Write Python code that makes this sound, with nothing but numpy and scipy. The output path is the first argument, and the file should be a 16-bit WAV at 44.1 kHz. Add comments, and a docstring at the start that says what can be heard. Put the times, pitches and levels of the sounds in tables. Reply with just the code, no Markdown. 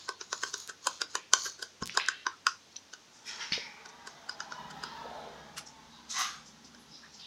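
"""A rabbit gnaws a cardboard tube inside a cardboard box, close to a small microphone.
Each bite is a burst of breaking fibres (noise) that rings the tube; tearing paper hisses between early bites.
Clicks and soft bumps join in, and scrapes and rustles, bands of grainy noise, grow stronger later on.
Behind it lie a steady hiss, a faint hum that stops, and a dull rush, like traffic, that swells and fades."""
import sys
import numpy as np
from scipy import signal
from scipy.fft import rfft, irfft, next_fast_len
from scipy.io import wavfile
from scipy.ndimage import map_coordinates

SR = 44100
rng = np.random.default_rng(int(sys.argv[2]) if len(sys.argv) > 2 else 0)


def int16_out(signal):
    """Quantize to a 16-bit WAV file."""
    q = np.round(np.clip(np.atleast_2d(signal).T, -1, 1) * 32767)
    wavfile.write(sys.argv[1], SR, q.astype(np.int16))


N = 320562
TOP_HZ = 15950  # nothing in the final sound lies above this


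def amp(db):
    """Turn decibels into a gain."""
    return 10 ** (np.asarray(db) / 20)


def unit(x):
    """Scale a sound to an average (rms) level of 1."""
    return x / np.sqrt(np.mean(x ** 2) + 1e-20)


def along(points, hz):
    """Read a curve of (Hz, value) points, with frequency on a log axis."""
    f, values = np.transpose(points)
    return np.interp(np.log(hz + 1), np.log(f + 1), values)


def curves(rows):
    """Draw straight lines between timed rows: one curve for each column after the time."""
    s, *columns = np.transpose(rows)
    return [np.interp(np.arange(N) / SR, s, column) for column in columns]


def filtered(x, response):
    """Multiply each frequency of a sound by a response, given as a function of Hz."""
    size = next_fast_len(len(x) + 4096)
    spectrum = rfft(x, size) * response(np.fft.rfftfreq(size, 1 / SR))
    return irfft(spectrum, size)[:len(x)]


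def ring(x, modes):
    """Send a sound through damped resonances, given as (Hz, width in Hz, dB)."""
    def response(f):
        total = 0
        for k, (centre, width, db) in enumerate(modes):
            damping = 1j * f * width
            # neighbours have opposite signs
            total = total + (-1) ** k * amp(db) * damping / (centre * centre - f * f + damping)
        return total
    return filtered(x, response)


def grains(size, spread_db):
    """Tiny fibre slips of very unequal size; no spread gives smooth noise."""
    sizes_db = spread_db * np.clip(rng.standard_normal(size), -3, 3)
    return rng.standard_normal(size) * amp(sizes_db)


def noise(colour, spread_db=0):
    """Noise of rms 1, coloured by a curve of (Hz, dB) points."""
    return unit(filtered(grains(N, spread_db), lambda f: amp(along(colour, f))))


def patchy(x, width_hz, length, depth_db):
    """Random patches of pitch and time grow louder or softer; width in Hz, length in s, result at rms 1."""
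    frame = 1024
    z = signal.stft(x, nperseg=frame)[2]
    patch_steps = np.array([SR / frame / width_hz, frame / 2 / SR / length])
    rows, cols = np.indices(z.shape) * patch_steps[:, None, None]
    knots = rng.standard_normal(z.shape)
    field = map_coordinates(knots, [rows, cols], order=1, mode="wrap")
    return unit(signal.istft(z * amp(depth_db * field), nperseg=frame)[1][:len(x)])


def add(track, s, sound):
    """Mix a sound into the track from time s."""
    i = round(s * SR)
    part = sound[max(-i, 0):max(N - i, 0)]
    track[max(i, 0):max(i, 0) + len(part)] += part


def bites():
    """Sharp bites that break through, and soft chews that mostly crush the card."""
    # Each row: time in seconds, level of the upper wall in dB, hollowness (lower wall over upper) in dB,
    # brightness (fibres over upper wall) in dB.
    bite_rows = [(0.09, -37, 2.5, 1), (0.2115, -45.5, -6, 6), (0.3281, -35, -1.5, 2.5),
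                 (0.4341, -31.5, -6, -2.5), (0.5403, -39.5, -7, 6.5), (0.8696, -34, 6.5, 6.5),
                 (1.016, -34, -10, 5.5), (1.1531, -34, 0, 3.5), (1.3347, -25, -0.5, 7.5),
                 (1.6259, -38.5, -14, 2.5), (1.824, -41.5, 3, -1), (1.973, -28.5, 2.5, 3.5),
                 (2.0848, -24.5, -18.5, -4), (2.2662, -29.5, 0, -4), (2.467, -22, -9, -3.5),
                 (2.9353, -46.5, -15, 2), (3.8587, -48.5, -9, -1), (4.0731, -45, -4, -0.5),
                 (4.2932, -38.5, -9.5, -5), (4.4032, -36.5, -31, -5), (4.521, -38.5, -10, -9),
                 (4.836, -38.5, -5, -3), (6.7465, -56.5, -10, 1.5)]
    # Each row: time in seconds, level of the upper wall in dB.
    chew_rows = [(0.6952, -39.5), (1.0103, -42), (1.461, -36.5), (1.594, -50.5), (1.9504, -43.5),
                 (4.709, -47.5)]
    out = np.zeros(N)
    for s, db, hollow_db, bright_db in bite_rows:
        # the teeth press equally hard at any break, but the crush stays at least 10 dB under a faint one
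        crush_db = min(-52.5 - db, -10)
        add(out, *gnaw(s, db, hollow_db, bright_db, crush_db))
    for s, db in chew_rows:
        add(out, *gnaw(s, db, hollow_db=-15.5, bright_db=-1.5, crush_db=9))
    return out


def gnaw(s, level_db, hollow_db, bright_db, crush_db):
    """Teeth crush the card, then a burst of fibre breaks rings the tube. Returns start time and sound."""
    # The tube's resonances in five groups: air column, lower wall, upper wall, rim, fibres.
    # Each row: pitch in Hz before the grip shifts it, width in Hz, typical level within its group in dB.
    tube_groups = [
        [(398, 133, 17), (676, 63, -10)],
        [(1061, 99, 0)],
        [(1248, 44, 10.5), (1487, 114, 24.5), (1855, 580, 1)],
        [(2540, 420, -6), (3076, 88, 7), (3885, 380, 1.5)],
        [(4860, 363, 5), (6080, 550, 4), (7000, 760, 2), (11080, 390, -16)],
    ]
    t = np.arange(-SR // 25, SR // 20) / SR
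    rise_s, fall_s, lead_s = 0.0005, 0.00084, 0.0071

    late = t - .0007
    burst = np.tanh(1.6 * np.exp(-np.abs(late) / np.where(late < 0, rise_s, fall_s)))
    crush = np.exp(-np.abs(t) / lead_s) * np.clip(1 + t / 0.049, 0, 1)
    breaking = burst * rng.standard_normal(len(t))
    crushing = amp(crush_db) * crush * unit(grains(len(t), spread_db=4.0))
    force = breaking + crushing

    lower_db, fibres_db = level_db + hollow_db, level_db + bright_db
    column_db = -28 + 0.41 * lower_db  # the air column partly follows the lower wall
    if s > 2.03:
        column_db -= 6.5  # from here the floor covers the tube's far end and muffles the column
    rim_db = level_db - 6 + 0.96 * bright_db
    levels = [column_db, lower_db, level_db, rim_db, fibres_db]

    grip = 1 + 0.027 * np.clip(rng.standard_normal(), -1, 1)  # the jaw's grip changes the wall's stiffness
    span = SR // 100  # levels are rms over ten milliseconds
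    sound = np.zeros(len(t))
    for db, modes in zip(levels, tube_groups):
        hz, width, gain_db = np.transpose(modes)
        gain_db = gain_db + 2.0 * rng.standard_normal(len(hz))  # the teeth land at a new spot each time
        gain_db = gain_db - 6.5 * np.maximum(np.log2(hz / 5000), 0)  # soft card damps high modes, dB per octave
        rung = ring(force, np.column_stack([hz * grip, width, gain_db]))
        # each group answers only near its own range
        edges = [hz[0] * .8, min(hz[-1] * 1.3, SR * .45)]
        tone = signal.sosfilt(signal.butter(2, edges, "band", fs=SR, output="sos"), rung)
        sound += amp(db) * tone * np.sqrt(span / np.sum(tone ** 2))
    top_hz = min(9450 * 2 ** (bright_db / 18.5), TOP_HZ)  # a brighter break reaches higher
    return s + t[0], signal.sosfilt(signal.butter(2, top_hz, fs=SR, output="sos"), sound)


def tearing():
    """Plies peel apart: each tug catches quickly, slackens and dies away; hard tugs add a spiky fizz."""
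    # Each row: start in seconds, length in seconds, level in dB.
    tug_rows = [(0, .08, -55), (0.214, 0.043, -57), (0.326, .08, -46.5), (0.429, 0.05, -42.5),
                (0.557, 0.069, -47.5), (0.852, 0.1, -45.5), (1.11, 0.049, -55.5), (1.385, 0.097, -40),
                (1.614, .05, -56.5)]
    # Colour of the peeling paper. Each row: frequency in Hz, level in dB.
    tear_colour = [(200, -17.5), (400, -25), (700, -29), (1080, -1.5), (1550, -10), (2100, -17.5),
                   (3200, -9), (4300, 0.5), (5500, 0), (6700, 2.5), (8200, -18), (10300, -22), (12500, -41),
                   (15800, -34)]
    attack_s, sag_db_per_s, release_db_per_s = 0.023, 25, 190
    t, pull = np.arange(N) / SR, np.zeros(N)
    for s, length, db in tug_rows:
        attack = np.exp(-(np.minimum(t - s, 0) / attack_s) ** 2)
        sag_db = sag_db_per_s * np.clip(t - s, 0, length)
        release_db = release_db_per_s * np.maximum(t - s - length, 0)
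        pull = np.maximum(pull, attack * amp(db - sag_db - release_db))
    peel = patchy(noise(tear_colour, spread_db=8.0), width_hz=190, length=.16, depth_db=4.8)
    fizz = noise([(3000, -25), (7500, 0), (15800, -6)], spread_db=14)
    return pull * (peel + amp(-22) * fizz * np.sqrt(pull / pull.max()))


def snaps(rows, cycles, onset):
    """Clicks swell and ring, both timed in cycles of their pitch; so small a source radiates little bass."""
    out, t = np.zeros(N), np.arange(SR // 100) / SR
    for s, db, hz in rows:
        swell = 1 - np.exp(-t * hz / onset)
        click = np.sin(2 * np.pi * hz * t) * np.exp(-t * hz / cycles) * swell
        click = signal.sosfilt(signal.butter(2, hz / 2, "high", fs=SR, output="sos"), click)
        add(out, s, amp(db) * click / np.abs(click).max())
    return out


def crackles():
    """Single fibres snap with very short, dry clicks."""
    # Each row: start in seconds, peak in dB, pitch in Hz.
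    crackle_rows = [(.581, -31, 6300), (.604, -33, 6300), (.676, -26.5, 6000), (1.858, -23.5, 5500),
                    (1.8643, -36, 5500), (1.8685, -27, 5500), (1.8751, -22, 5330)]
    return snaps(crackle_rows, cycles=0.27, onset=0.14)


def pops():
    """A crease in the wall pops through with a short, heavily damped click."""
    # Each row: start in seconds, peak in dB, pitch in Hz.
    pop_rows = [(1.896, -23.5, 2440), (1.999, -18, 2400), (2.0625, -25, 4500), (3.522, -20, 2250)]
    return snaps(pop_rows, cycles=0.77, onset=0.89)


def ticks():
    """The hard incisors tick and ring for many cycles."""
    # Each row: start in seconds, peak in dB, pitch in Hz.
    tick_rows = [(1.834, -28.5, 5240), (2.765, -30, 5930), (3.5223, -21, 4460), (4.295, -26.5, 4940),
                 (4.404, -31.5, 4930), (4.8368, -26.5, 4970)]
    return snaps(tick_rows, cycles=13.6, onset=1.9)


def bumps():
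    """The box floor gives a short thud whose pitch sags as it relaxes."""
    # Each row: start in seconds, level before onset and decay in dB, middle of the pitch sag in Hz,
    # time to fall by 60 dB in seconds.
    bump_rows = [(1.8235, -25, 203, 0.028), (3.5205, -31, 210, 0.03), (3.578, -30, 487, 0.025),
                 (5.055, -34.5, 530, 0.049)]
    out, t = np.zeros(N), np.arange(SR // 8) / SR
    for s, db, hz, t60 in bump_rows:
        pitch = hz * (1 + 0.16 * (2 * np.exp(-t / 0.0036) - 1))  # from 16 % above to 16 % below
        envelope = amp(db - 60 * t / t60) * (1 - np.exp(-t / 0.00024))
        add(out, s, envelope * np.sin(2 * np.pi * np.cumsum(pitch) / SR))
    return out


def scrapes():
    """The tube and torn card scrape along the box in strokes, some broad and some narrow in pitch."""
    # Each row: peak time in seconds, rise in seconds, time to fall by 60 dB in seconds, level in dB,
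    # low edge in Hz, high edge in Hz.
    scrape_rows = [(.64, 0.13, 0.36, -65.5, 7500, 15500), (1.466, .03, 0.098, -52, 6500, 15500),
                   (1.912, 0.025, 0.69, -46, 1900, 5900), (2.011, 0.035, 0.66, -37, 1680, 4120),
                   (3.294, 0.03, 0.76, -40.5, 1580, 7050), (3.427, 0.031, 0.36, -37.5, 1330, 5970),
                   (3.532, 0.0055, 0.27, -29.5, 1820, 5000), (3.62, 0.1, 0.8, -44, 2120, 2400),
                   (5.13, 0.12, 1.78, -49, 484, 775), (5.584, .014, 0.12, -37.5, 1280, 8900),
                   (6.113, 0.015, 0.52, -37, 4070, 7600), (6.213, 0.06, 0.41, -29, 1050, 7200),
                   (6.203, 0.016, 0.27, -42, 5000, 15500)]
    out = np.zeros(N)
    for row in scrape_rows:
        add(out, *stroke(*row))
    return out


def rustles():
    """Papery scrapes and rustles, faint to strong, in narrow bands that all share one shape."""
    # Each row: peak time in seconds, time to fall by 60 dB in seconds, level in dB, centre in Hz.
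    rustle_rows = [(.01, 1, -55.5, 3800), (1.018, 0.11, -46, 2500), (1.17, 0.39, -48.5, 2460),
                   (2.323, 0.2, -52, 1250), (2.488, 0.29, -45, 5700), (2.722, 0.16, -59, 5200),
                   (2.763, 0.066, -42, 3900), (3.161, .6, -59, 6300), (3.275, 0.28, -62.5, 9400),
                   (3.541, 0.49, -38, 4500), (3.53, 0.16, -66, 9400), (3.89, 0.084, -52.5, 5900),
                   (4.09, 0.43, -54.5, 5270), (4.31, .18, -48, 4640), (4.425, 0.46, -56, 5300),
                   (4.525, 0.4, -51, 4900), (4.86, 0.72, -49, 4030), (5.28, 0.55, -53, 526),
                   (5.584, 0.046, -51, 12500), (5.672, .18, -49.5, 6000), (5.96, .9, -58, 3860),
                   (6.235, 0.44, -40.5, 3200), (6.473, .3, -53.5, 6130), (6.653, .18, -53, 5770),
                   (6.808, 0.45, -71, 10900), (6.959, 1, -55, 4720), (7.04, 0.23, -54, 1600),
                   (7.15, 0.36, -53, 5360), (7.205, 0.22, -46.5, 4150), (7.25, 0.55, -50, 3530)]
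    out, half_band = np.zeros(N), 2 ** (0.53 / 2)  # the band is 0.53 octaves wide
    for s, t60, db, hz in rustle_rows:
        rise = .055 * t60  # a longer sound also starts more slowly
        add(out, *stroke(s, rise, t60, db, hz / half_band, hz * half_band))
    return out


def stroke(s, rise, t60, db, low_hz, high_hz):
    """A swell of dense slips; the contact sets its band and resonances. Returns start time and sound."""
    # Colour of rubbed paper. Each row: frequency in Hz, level in dB.
    paper_colour = [(200, 3), (800, -3), (1300, -0.5), (2000, -5), (2500, -6), (3000, -5.5), (4600, -5),
                    (5500, -1.5), (6900, -7.5), (8000, -12), (11000, -3.5), (15800, -21)]
    t = np.arange(-SR // 5, SR * 3 // 5) / SR

    def response(f):
        band = 1 / np.sqrt((1 + (low_hz / (f + 1)) ** 12) * (1 + (f / high_hz) ** 18))
        # a weak, wide skirt spreads beyond the band
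        skirt = amp(-22) * np.sqrt(abs(high_hz - low_hz) / 4000) / (1 + (f / 6000) ** 2) * f / (f + 200)
        return (band + skirt) * amp(along(paper_colour, f))

    slips = filtered(grains(len(t), spread_db=5.5), response)
    slips = patchy(slips, width_hz=150, length=.18, depth_db=5.2)
    swell = np.where(t < 0, np.exp(-(t / rise) ** 2), amp(-60 * np.abs(t) / t60))
    return s + t[0], amp(db) * swell * slips


def room(x):
    """A diffuse tail of fading noise, drawn afresh every third of a second."""
    # Each row: frequency in Hz, time for the tail to fall by 60 dB in seconds.
    room_decay = [(200, 0.32), (1200, 0.19), (5000, 0.18), (8000, 0.11), (14000, 0.098)]
    out, step = np.zeros(N), SR // 3
    for i in range(0, N, step):
        hz, t, z = signal.stft(rng.standard_normal(SR // 2), SR, nperseg=256)
        fade = amp(-60 * t / along(room_decay, hz)[:, None])
        tail = signal.istft(z * fade, SR, nperseg=256)[1]
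        echo = signal.fftconvolve(x[i:i + step], tail / np.linalg.norm(tail))
        add(out, i / SR + .003, echo)
    return out


def far_rush():
    """A dull rush, like traffic outside, swells and leaves a rumble with a deep drone inside it."""
    # Each row: time in seconds, level of the rush in dB, level of its rumble in dB.
    rush_rows = [(3.1, -67, -87), (3.3, -57, -70), (4.3, -54, -68), (4.75, -47.5, -56), (5.15, -46.5, -58),
                 (5.45, -52.5, -57), (5.7, -58.5, -62.5), (6.3, -63.5, -61), (7.27, -67.5, -65.5)]
    # Colour of the rush. Each row: frequency in Hz, level in dB.
    rush_colour = [(330, -15.5), (450, -1.5), (525, -10.5), (590, -4.5), (740, -3.5), (830, 6), (1050, -2),
                   (1220, -4), (1550, -2), (2300, -15.5), (3800, -12), (8000, -40)]
    # Colour of the rumble. Each row: frequency in Hz, level in dB.
    rumble_colour = [(30, -28), (65, -18.5), (110, -45), (150, -5), (180, -15), (225, -5), (300, -19),
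                     (500, -26), (1000, -62)]
    rush_db, rumble_db = curves(rush_rows)
    arrival = np.interp(np.arange(N) / SR, [2.9, 3.4], [0, 1])  # silent before, then fades in
    rush = amp(rush_db) * patchy(noise(rush_colour), width_hz=38, length=.2, depth_db=7.5)
    rumble = patchy(noise(rumble_colour), width_hz=45, length=.15, depth_db=4.4)
    drone = amp(-12) * hum(70.3, drift_hz=3.8)
    return arrival * (rush + amp(rumble_db) * (rumble + drone))


def steady_hiss():
    """Quiet coloured noise that stays at one level, with small patches in its colour."""
    # Each row: frequency in Hz, level in dB.
    air_colour = [(25, -12), (60, -13), (140, -5.5), (250, -3), (600, -8), (830, -7), (1400, -8),
                  (2500, -10), (3700, -7.5), (4400, -9), (6200, -7.5), (8000, -22), (11000, -28.5),
                  (15800, -35.5)]
    return amp(-59.5) * patchy(noise(air_colour), width_hz=100, length=0.058, depth_db=1.0)


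def faint_hum():
    """A faint, low tone that fades out over the last 0.05 s before it stops."""
    stop_s = 2.9
    running = np.clip((stop_s - np.arange(N) / SR) / .05, 0, 1)
    return running * amp(-78.5) * hum(92, drift_hz=0.36)


def hum(hz, drift_hz):
    """A tone of rms 1 whose pitch wanders a little."""
    wander = np.interp(np.arange(N), np.linspace(0, N, 60), rng.standard_normal(60))
    return np.sqrt(2) * np.sin(2 * np.pi * np.cumsum(hz + drift_hz * wander) / SR)


def scene():
    """Bites, clicks and bumps with their room, over the rubbing sounds and the background."""
    hits = bites() + crackles() + pops() + ticks() + bumps()
    rubbing = tearing() + scrapes() + rustles()
    background = far_rush() + steady_hiss() + faint_hum()
    return (hits + amp(-11.0) * room(hits) + rubbing + background)[None]


def record(dry):
    """The small microphone thins the deepest bass, and nothing passes above the band limit."""
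    low_cut_hz = 45

    def response(f):
        bass_cut = f ** 2 / np.sqrt(f ** 4 + low_cut_hz ** 4)
        return (f < TOP_HZ) * bass_cut

    return filtered(dry[0], response)[None]


dry = scene()
out = record(dry)
int16_out(out)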